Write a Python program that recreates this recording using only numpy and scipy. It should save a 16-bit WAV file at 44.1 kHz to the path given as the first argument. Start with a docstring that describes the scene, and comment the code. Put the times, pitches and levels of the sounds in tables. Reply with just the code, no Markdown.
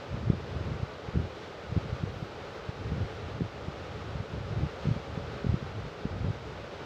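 """A quiet room, with hand embroidery close to a small microphone.
Contacts with the gripped hoop and its taut cloth excite heavily damped vibrations, heard as dull bumps.
Stick-slip friction of the hands on the cloth gives a low, uneven rubbing; needle and thread sliding
through the weave give a faint hiss. Steady room air lies under everything."""
import sys
import numpy as np
from scipy.fft import rfft, irfft, next_fast_len
from scipy.io import wavfile
from scipy.ndimage import map_coordinates

SR = 44100
rng = np.random.default_rng(int(sys.argv[2]) if len(sys.argv) > 2 else 0)


def dump_mix(stems):
    """Bounce the given channels to the path in sys.argv[1] as a 16-bit WAV at rate SR."""
    frames = np.atleast_2d(stems).T  # one column per channel
    limited = np.clip(frames, -1, 1)  # hard clip at full scale
    pcm = np.round(limited * 32767).astype(np.int16)
    wavfile.write(sys.argv[1], SR, pcm)


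N = 302085


# soft bumps of the hands on hoop and cloth: (crest time [s], level [dB], frequency [Hz])
HAND_BUMPS = [(0.145, -24, 135), (0.302, -12, 154), (0.335, -22.5, 182), (0.61, -25.5, 161),
              (0.801, -28.5, 123), (0.833, -21, 110), (1.088, -28, 143), (1.726, -25, 121),
              (1.93, -22, 108), (2.038, -19.4, 140), (2.228, -25.5, 140), (2.693, -25, 112),
              (2.921, -21.5, 164), (3.685, -24.5, 142), (4.157, -25, 132), (4.205, -28, 120),
              (4.338, -27.5, 160), (4.635, -20.5, 132), (4.888, -19.5, 156), (4.914, -18, 113),
              (4.965, -24.5, 164), (5.177, -23.5, 146), (5.494, -17, 98), (5.53, -21, 101),
              (5.543, -16.5, 150), (5.627, -26.5, 150), (6.055, -19.5, 190), (6.247, -22, 170),
              (6.306, -21.5, 115)]
# tugs on needle or thread: (crest time [s], level [dB], frequency [Hz], rebound delay [s])
NEEDLE_TUGS = [(1.158, -19, 160, 0.017), (1.766, -19, 148, 0.0113), (3.409, -21.5, 199, .012),
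               (4.856, -23, 155, 0.0184), (5.446, -22.5, 200, 0.022)]

def bumps(tug_overtone_db=4.5, rebound_db=0.5, rebound_pitch_ratio=0.83, highpass_hz=45):
    """Superposition: bumps, taps, tugs and the cloth's elastic rebounds add as separate transients."""
    out = np.zeros(N)
    for time, db, hz in HAND_BUMPS + fingertip_taps():
        out += cloth_vibration(time, db, hz)
    for time, db, hz, delay in NEEDLE_TUGS:
        out += cloth_vibration(time, db, hz, tug_overtone_db)
        out += cloth_vibration(time + delay, db + rebound_db, hz * rebound_pitch_ratio, tug_overtone_db)
    return filtered(out, lambda hz: hz ** 2 / (hz ** 2 + highpass_hz ** 2))


def cloth_vibration(time, db, hz, extra_overtone_db=0, overtone_ratio=2.27, sway_hz=72, sway_db=-9):
    """Damped membrane: the hand absorbs the motion in a cycle or two, like a palm on a drum."""
    crest = int(time * SR)
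    span = np.arange(max(0, crest - SR // 20), min(N, crest + SR // 10))
    t = span / SR - time
    rise_cycles, fall_cycles = 0.27, 0.45
    envelope = 1 / (np.exp(-t * hz / rise_cycles) + np.exp(t * hz / fall_cycles))
    envelope /= envelope.max()
    fundamental = envelope * np.sin(2 * np.pi * hz * t)
    # a stronger, quicker contact is harder: it excites more of a higher mode, which decays twice as fast
    overtone_db = -14.5 + 0.5 * (db + 20) + 6.5 * np.log2(hz / 150) + extra_overtone_db
    overtone = amp(overtone_db) * envelope ** 2 * np.sin(2 * np.pi * overtone_ratio * hz * t)
    # the whole hoop yields in the grip, lower and slower
    sway = amp(sway_db) * np.sqrt(envelope) * np.sin(2 * np.pi * sway_hz * t)
    out = np.zeros(N)
    out[span] = rng.choice([-1, 1]) * amp(db) * (fundamental + overtone + sway)
    return out


def fingertip_taps(per_second=9, over_rub_db=4.5, scatter_db=1, centre_hz=148, spread_octaves=0.28):
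    """Poisson process: random taps scale with the rubbing, as (time [s], level [dB], frequency [Hz])."""
    slots = np.linspace(0, N / SR, N // 512, endpoint=False)
    times = slots[rng.random(len(slots)) < per_second * slots[1]]
    rub_db = 20 * np.log10(stroke_envelope(times) + 1e-9)
    levels = rub_db + rng.normal(over_rub_db, scatter_db, len(times))
    frequencies = centre_hz * 2 ** rng.normal(0, spread_octaves, len(times))
    return list(zip(times, levels, frequencies))


# strokes of the hands on the cloth: (start [s], end [s], midpoint level [dB], growth over stroke [dB])
HAND_STROKES = [(0.093, 0.325, -35, 7), (0.33, 0.513, -40.5, -4), (0.512, 0.767, -36, 0),
                (1.145, 1.275, -32, -13), (1.697, 2.254, -41, -0.5), (2.79, 3.052, -34, 7),
                (3.125, 3.475, -40, 8), (3.55, 4.244, -44, 5.5), (4.3, 4.667, -36.5, 11),
                (4.848, 5.003, -33.5, -10), (5.065, 5.39, -41, 0), (5.437, 5.574, -33.5, 4),
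                (5.6, 5.898, -42.5, 3), (6.046, 6.303, -36.5, 10), (6.32, 6.794, -46.5, -11)]

def stroke_envelope(t, edge_s=0.015):
    """Friction follows load: each stroke grows as the fingers press in or fades as they ease off."""
    total = 0
    for start, end, db, growth_db in HAND_STROKES:
        progress = np.clip((t - start) / (end - start), 0, 1)
        gate = (np.tanh((t - start) / edge_s) - np.tanh((t - end) / edge_s)) / 2
        total += gate * amp(db + growth_db * (progress - 0.5))
    return total


# spectrum of cloth rubbing under the hands: (frequency [Hz], relative level [dB])
RUB_SPECTRUM = [(20, -20), (40, -20), (60, -1.5), (105, 3.5), (180, -8), (260, -14), (400, -19.5),
                (800, -48), (2000, -79)]

def rubbing(catch_db=1.5):
    """Stick-slip friction: skin and folds catch and release unevenly on the cloth as the hands move."""
    motion = stroke_envelope(np.arange(N) / SR)
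    catching = amp(catch_db * wobble(rate=30))
    return motion * catching * coloured(slips(rate=2500), RUB_SPECTRUM)


# needle or thread sliding through the weave: (centre time [s], duration [s], level [dB])
THREAD_PULLS = [(1.42, 0.14, -58), (2.2, 0.13, -65), (2.56, .12, -67), (4.88, .16, -57)]
# spectrum of thread on cloth: (frequency [Hz], relative level [dB])
THREAD_SPECTRUM = [(500, -30), (1400, -2), (4000, -0.5), (6000, -10), (8000, -21), (10000, -34),
                   (15000, -35)]
# fingers sliding along needle and thread: (centre time [s], duration [s], level [dB])
FINGER_SWISHES = [(2.18, .16, -79), (2.548, .05, -82), (4.9, .16, -89)]
# spectrum of fingers on thread: (frequency [Hz], relative level [dB])
SWISH_SPECTRUM = [(4000, -23), (9000, -1), (15500, -3)]

def thread():
    """Friction noise: dense, tiny slips of fibres on weave and fingers merge into a fine hiss."""
    weave = swells(THREAD_PULLS) * coloured(slips(rate=5000), THREAD_SPECTRUM)
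    fingers = swells(FINGER_SWISHES) * coloured(slips(rate=3000), SWISH_SPECTRUM)
    return weave + fingers


# spectrum of steady room air: (frequency [Hz], relative level [dB])
AIR_SPECTRUM = [(25, -26.5), (68, 1), (170, -3.5), (270, -8), (430, 0), (680, -6.5), (1000, -11),
                (2000, -15.5), (3800, -20.5), (5200, -26.5), (7200, -36.5), (9300, -50.5), (13500, -54),
                (15400, -52)]
# broad resonances that colour the air: (centre frequency [Hz], width [Hz], gain [dB])
AIR_RESONANCES = [(453, 87, 0.5), (569, 49, 2.5), (830, 37, 3.5), (1257, 198, 4), (1486, 116, 3.5)]

def room_air(level_db=-42, drift_db=0.4, flutter_db=0.46):
    """Resonance: a few broad peaks colour an even rush of noise that barely wavers in level."""
    def resonances(hz):
        return amp(sum(db * bell(hz, centre, width) for centre, width, db in AIR_RESONANCES))

    rush = filtered(rng.standard_normal(N), resonances)
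    waver_db = drift_db * wobble(rate=3.19) + flutter_db * wobble(rate=30)
    return amp(level_db + waver_db) * coloured(rush, AIR_SPECTRUM)


def slips(rate):
    """Shot noise: stick-slip releases of either sign at random moments, on average rate a second."""
    return (rng.random(N) < rate / SR) * rng.standard_normal(N)


def swells(rows):
    """Amplitude envelope: one bell-shaped swell for each sliding movement."""
    t = np.arange(N) / SR
    return sum(amp(db) * bell(t, centre, duration) for centre, duration, db in rows)


def bell(x, centre, width):
    """Gaussian curve of height 1, whose width is two standard deviations."""
    return np.exp(-2 * ((x - centre) / width) ** 2)


def wobble(rate):
    """Random modulation: a smooth curve through rate random values a second."""
    knots = rng.standard_normal(int(N * rate / SR) + 4)
    return map_coordinates(knots, [np.arange(N) * rate / SR])


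def coloured(x, spectrum):
    """Spectral shaping: x takes a spectrum interpolated in log frequency and is scaled to rms 1."""
    frequencies, levels = np.transpose(spectrum)
    shaped = filtered(x, lambda hz: amp(np.interp(np.log(hz + 1), np.log(frequencies + 1), levels)))
    return shaped / np.sqrt(np.mean(shaped ** 2) + 1e-20)


def filtered(x, response):
    """Linear filtering: the spectrum of x is multiplied by a frequency response."""
    size = next_fast_len(N + SR // 2)
    return irfft(rfft(x, size) * response(np.fft.rfftfreq(size, 1 / SR)), size)[:N]


def amp(db):
    """Decibel scale: 20 dB is a factor of ten in amplitude."""
    return 10 ** (np.asarray(db) / 20)


def scene():
    """Superposition: hoop, hands, thread and room air add in one channel."""
    return (bumps() + rubbing() + thread() + room_air())[None]


def record(dry, cutoff_hz=15550):
    """Band limiting: an ideal low-pass filter passes nothing above the cutoff."""
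    return filtered(dry[0], lambda hz: hz < cutoff_hz)[None]


dry = scene()
out = record(dry)
dump_mix(out)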